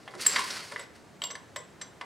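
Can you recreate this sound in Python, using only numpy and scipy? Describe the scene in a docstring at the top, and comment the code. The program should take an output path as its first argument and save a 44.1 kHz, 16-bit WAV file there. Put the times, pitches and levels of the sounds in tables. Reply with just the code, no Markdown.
"""Fitting a gear into a gearbox

Close by in a small workshop, a steel gear slides down a splined shaft into an open aluminium casing.
Stick-slip friction makes it scrape; it catches with a clink of its own high modes and lands with a
clack, an impact that sets the casing ringing. Smaller knocks and clinks follow as the parts are
settled. A short reverberation surrounds them, and a low room noise lies underneath."""
import sys
import numpy as np
from scipy import signal
from scipy.fft import rfft, irfft
from scipy.io import wavfile

SR = 44100
rng = np.random.default_rng(int(sys.argv[2]) if len(sys.argv) > 2 else 0)


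def waveform_to_disk(signal):
    """Save audio, clipped to [-1, 1], as 16-bit WAV at the path in sys.argv[1]."""
    frames = np.transpose(np.atleast_2d(signal))
    scaled = np.clip(frames, -1, 1) * 32767
    samples = np.round(scaled).astype(np.int16)
    wavfile.write(sys.argv[1], SR, samples)


N = 90404
TIME = np.arange(N) / SR
RING_TIME = TIME[:SR // 2]
BINS_HZ = np.maximum(np.arange(N // 2 + 1) * SR / N, 1)
MODE_RISE_S = 0.0013

# Normal modes of the casing: pitch_hz, level_db, t60_s
CASING_MODES = [(510, -19.5, 0.15), (1018.6, -13, 0.13), (1112, -19.5, 0.101), (1178, -21.5, 0.1),
                (1415, -18.5, .1), (1765, -12.5, 0.069), (2030, -11.5, 0.088), (2168, -21, 0.11),
                (3820, -15, 0.0618), (4640, -21, 0.135)]


def from_db(db):
    """Decibels to amplitude ratio."""
    return 10 ** (np.asarray(db) / 20)


def rms_one(x):
    """Normalisation to unit power."""
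    return x / np.sqrt(np.mean(x ** 2) + 1e-20)


def at_hz(table, hz, column=1):
    """Interpolation of a table column along log frequency."""
    table = np.array(table)
    return np.interp(np.log(hz), np.log(table[:, 0]), table[:, column])


def coloured(x, gain_db):
    """Spectral shaping: each frequency bin has its own gain."""
    return irfft(rfft(x) * from_db(gain_db), len(x))


def struck(t, rise_s, t60_s):
    """Envelope of a damped vibration: linear rise, then exponential decay."""
    return np.clip(t / rise_s, 0, 1) * np.exp(-np.log(1000) * np.maximum(t - rise_s, 0) / t60_s)


def ring(hz, rise_s, t60_s, flutter_hz=75, onset_s=.02):
    """A damped mode that starts clean and soon flutters by random amplitude and phase modulation."""
    t = RING_TIME
    rates_hz = np.arange(len(t) // 2 + 1) * SR / len(t)
    spectra = rfft(rng.standard_normal((2, len(t))))
    in_phase, quadrature = rms_one(irfft(spectra / (1 + (rates_hz / flutter_hz) ** 4), len(t)))
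    share = .7 * (1 - np.exp(-(t / onset_s) ** 2))
    flutter = np.sqrt(1 - share) + np.sqrt(share / 2) * (in_phase + 1j * quadrature)
    return struck(t, rise_s, t60_s) * np.imag(flutter * np.exp(2j * np.pi * (hz * t + rng.random())))


def add(out, start_s, sound):
    """Superposition of a sound at its start time."""
    i = int(start_s * SR)
    out[i:i + len(sound)] += sound[:N - i]


def room_noise(level_db=-52.5):
    """Steady low noise, partly coherent between left and right."""
    # Noise spectrum: frequency_hz, density_db
    spectrum = [(90, -1), (494, -5.5), (1000, -11.5), (1760, -15), (3010, -22), (7950, -27), (15500, -43.5)]
    # Likeness of left and right: frequency_hz, correlation
    likeness = [(80, 0.62), (12000, 0.9)]
    correlation, colour_db = at_hz(likeness, BINS_HZ), at_hz(spectrum, BINS_HZ)
    mid = coloured(rng.standard_normal(N), colour_db + 10 * np.log10(1 + correlation))
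    side = coloured(rng.standard_normal(N), colour_db + 10 * np.log10(1 - correlation))
    return from_db(level_db) * rms_one(mid + side * np.array([[1], [-1]]))


def slide(slips_per_s=7000, judder_hz=42.9, judder_db=1.7, casing_db=-27):
    """Stick-slip friction: dense, juddering slips on the splines hiss and excite the casing."""
    # Course of the slide (tilt lifts the treble and cuts the bass): time_s, level_db, tilt_db
    course = [(0, -61.5, -4), (.17, -62.5, 3), (0.204, -39, -4), (0.21, -35.5, 8.5), (.25, -40, -0.5),
              (.3, -39, 3), (.35, -33.5, -2.5), (.43, -38.5, 0.5), (.5, -38, -0.5), (.55, -36.5, 0),
              (.62, -46.5, -4.5), (0.643, -42.5, 1.5), (.675, -48.5, 0.5), (.75, -50.5, 0.5),
              (0.831, -49.5, -2), (.885, -81, -13), (0.934, -74, -1), (.955, -54.5, -2.5), (1.06, -93, 1.5)]
    # Friction spectrum: frequency_hz, density_db
    spectrum = [(700, -13.5), (1370, -5), (1850, -3.5), (2300, -5.5), (3730, -9), (4520, -2), (6590, -11),
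                (9350, -12.5), (15500, -33.5)]
    times, levels, tilts = np.transpose(course)
    level_db, tilt_db = np.interp(TIME, times, levels), np.interp(TIME, times, tilts)
    sizes = from_db(2.5 * np.minimum(rng.exponential(1, N), 5)) * rng.choice([-1, 1], N)
    slips = sizes * (rng.random(N) < slips_per_s / SR)
    judder = rms_one(coloured(rng.standard_normal(N), -20 * np.log10(1 + (BINS_HZ / judder_hz) ** 2)))
    bass_cut_db = -10 * np.log10(1 + (180 / BINS_HZ) ** 4)
    hiss = rms_one(coloured(slips, at_hz(spectrum, BINS_HZ) + bass_cut_db))
    low = coloured(hiss, -20 * np.log10(1 + (BINS_HZ / 3200) ** 2))
    tilted = low * from_db(-tilt_db) + (hiss - low) * from_db(tilt_db)
    scrape = tilted * from_db(level_db + judder_db * judder)
    casing = sum(from_db(db) * ring(hz, MODE_RISE_S, t60_s) for hz, db, t60_s in CASING_MODES)
    return scrape + from_db(casing_db) * signal.fftconvolve(scrape, casing / np.linalg.norm(casing))[:N]


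def knocks(crack_db=3.5, spread_db=1.5, load_detune=.007):
    """Impact excitation: a crack of crowded, quickly damped modes, then the casing's longer ring."""
    # Contacts of steel parts: start_s, level_db at each of bands_hz, rise_s
    contacts = [(0.077, -30.5, -34.5, -33.5, -34, -55, -54, 0.00048),
                (0.137, -37, -33, -37, -61, -67, -62, 0.0011),
                (0.15, -28.5, -36.5, -37.5, -45, -43.5, -50.5, 0.002),
                (0.2639, -26, -28.5, -18.5, -20, -18, -15.5, 0.00045),
                (0.3597, -42, -16.5, -10.5, -17, -19.5, -46, 0.0023),
                (0.381, -40, -19, -22.5, -33, -26, -46, 0.0046),
                (0.388, -57, -17.5, -28.5, -25, -28, -31, 0.0056),
                (0.503, -45, -48, -56, -30.5, -21.5, -54, .004),
                (0.712, -28, -31, -33.5, -41.5, -45, -46.5, 0.011),
                (0.7599, -67, -27.5, -25, -36.5, -52, -55, 0.0017),
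                (0.793, -29, -36.5, -31, -33.5, -46, -38.5, 0.0021),
                (1.2182, -35.5, -31, -30.5, -26.5, -36, -46, 0.00021),
                (1.2368, -37.5, -29, -35, -24.5, -30.5, -38.5, 0.0019),
                (1.303, -36, -39, -35.5, -36, -34, -52, 0.0014),
                (1.3116, -50, -34, -40, -36, -51, -55, 0.0012),
                (1.352, -48, -29.5, -35.5, -34.5, -39.5, -44.5, 0.002),
                (1.5597, -36, -31, -26.5, -34, -32, -39, 0.0031),
                (1.812, -50, -30.5, -32, -33, -32.5, -41, 0.0037),
                (2.011, -36, -28, -26.5, -33, -40.5, -51, 0.0014)]
    # Points of the contact spectrum: frequency_hz
    bands_hz = [500, 1100, 1900, 3400, 5400, 9000]
    # Gaps between the assembly's modes: centre_hz, depth_db, width_hz
    hollows = [(2550, -4.5, 213), (6500, -6, 620)]
    out, t = np.zeros(N), RING_TIME
    hz = np.maximum(np.arange(len(t) // 2 + 1) * SR / len(t), 1)
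    octaves_below = np.maximum(np.log2(bands_hz[0] / hz), 0)
    octaves_above = np.maximum(np.log2(hz / bands_hz[-1]), 0)
    skirts_db = -13.5 * octaves_below - 47 * octaves_above
    hollows_db = sum(depth * np.exp(-((hz - centre) / width) ** 2) for centre, depth, width in hollows)
    for start_s, *levels_db, rise_s in contacts:
        spectrum = list(zip(bands_hz, levels_db))
        noise = rng.choice([-1., 1.], len(t))
        crack = coloured(noise, at_hz(spectrum, hz) + skirts_db + hollows_db + crack_db)
        add(out, start_s, crack * struck(t, rise_s, t60_s=0.044))
        for pitch_hz, level_db, t60_s in CASING_MODES:
            # Each contact couples to a mode differently, and its load shifts the pitch a little.
            coupling, load = rng.standard_normal(2)
            gain = from_db(level_db + at_hz(spectrum, pitch_hz) + spread_db * coupling)
            add(out, start_s, gain * ring(pitch_hz * (1 + load_detune * load), rise_s, t60_s))
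    return out


def pings():
    """Resonance: single modes of the part touched stand out in some contacts."""
    # Prominent modes: start_s, pitch_hz, level_db, t60_s
    resonances = [(.148, 362, -38.5, 0.043), (0.2637, 8860, -16.5, 0.0042), (.7605, 1990, -29.5, 0.038),
                  (1.2186, 3140, -22.5, 0.011), (1.238, 2870, -35.5, 0.14), (1.353, 1736, -34.5, 0.029),
                  (1.5604, 508, -38.5, 0.073), (1.5604, 636, -36, 0.047), (1.5604, 3025, -47, 0.084),
                  (1.5604, 3490, -32, 0.011), (2.012, 1021, -34, 0.12)]
    out = np.zeros(N)
    for start_s, pitch_hz, level_db, t60_s in resonances:
        add(out, start_s, from_db(level_db) * ring(pitch_hz, MODE_RISE_S, t60_s))
    return out


def clinks():
    """Free vibration of the gear's high modes; glove and shaft damp and detune the main tone."""
    # Strikes on the gear: start_s, pitch_hz, main_db, lower_db, upper_db, rise_s, main_t60_s
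    strikes = [(0.2656, 7615, -9.5, -55, -27.5, 0.0021, 0.046), (0.346, 7600, -32, -52, -66, 0.028, 0.052),
               (.794, 7780, -42, -65, -66, 0.0015, 0.1), (1.219, 7820, -35.5, -64, -52, 0.0014, 0.086),
               (1.239, 7530, -29, -56, -45, 0.00054, 0.045), (1.248, 7565, -30, -50, -52, 0.0087, 0.088),
               (1.308, 7690, -40, -33, -59, 0.0021, 0.21), (1.560, 7670, -38, -42.5, -52, 0.0012, 0.16),
               (1.8133, 7570, -40, -36, -93, 0.0069, 0.083)]
    # Faint after-ring, a split pair around the main tone: offset_hz, relative_db, t60_s
    split_pair = [(25.5, -51.5, 0.25), (-20.5, -30, .45)]
    # Modes below the main tone: pitch_hz, relative_db, t60_s
    lower_modes = [(5990, -7, 0.13), (5950, -7, 0.046), (5985, -21, 0.33)]
    # Overtones: pitch_hz, relative_db, t60_s
    upper_modes = [(12285, -12.5, 0.11), (13600, -8.5, .06), (14225, -3, .05)]
    out = np.zeros(N)
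    for start_s, pitch_hz, main_db, lower_db, upper_db, rise_s, main_t60_s in strikes:
        add(out, start_s, from_db(main_db) * ring(pitch_hz, rise_s, main_t60_s))
        after_ring = [(pitch_hz + offset_hz, db, t60_s) for offset_hz, db, t60_s in split_pair]
        for level_db, modes in (main_db, after_ring), (lower_db, lower_modes), (upper_db, upper_modes):
            for hz, relative_db, t60_s in modes:
                add(out, start_s, from_db(level_db + relative_db) * ring(hz, rise_s, t60_s))
    return out


def workshop(x, gap_s=0.00394):
    """Reverberation: convolution with a short diffuse tail, each band decaying at its own rate."""
    # Diffuse field: frequency_hz, level_db, t60_s, stereo_width
    room = [(249.6, 5.5, 0.19, 0.39), (1700, -9, 0.45, 0.62), (3980, -7.5, 0.34, .2),
            (8000, -13, 0.38, 0.17), (13960, -10, .17, 0.45)]
    t, response = RING_TIME, 0
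    edges_hz = np.geomspace(90, 18000, 12)
    for low, high in zip(edges_hz, edges_hz[1:]):
        level_db, t60_s, width = (at_hz(room, np.sqrt(low * high), column) for column in (1, 2, 3))
        envelope = struck(t, gap_s, t60_s) * (t > gap_s)
        tail = rng.standard_normal((2, len(t))) * envelope / np.linalg.norm(envelope)
        mid, side = signal.sosfilt(signal.butter(3, [low, high], "band", fs=SR, output="sos"), tail)
        response = response + from_db(level_db) * (mid + width * side * np.array([[1], [-1]]))
    return signal.fftconvolve(x[None], response, axes=1)[:, :N]


def scene(pan_db=-.15):
    """Superposition of direct sound from almost straight ahead, reverberation and room noise."""
    metal = knocks() + pings() + clinks() + slide()
    return metal * from_db([[pan_db], [-pan_db]]) + workshop(metal) + room_noise()


def record(dry, low_cut_hz=83, high_cut_hz=15900):
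    """Band limiting: the deep bass is rolled off and the top is cut steeply."""
    dry = signal.sosfilt(signal.butter(3, low_cut_hz, "high", fs=SR, output="sos"), dry)
    return signal.sosfilt(signal.ellip(12, .1, 80, high_cut_hz, fs=SR, output="sos"), dry)


dry = scene()
out = record(dry)
waveform_to_disk(out)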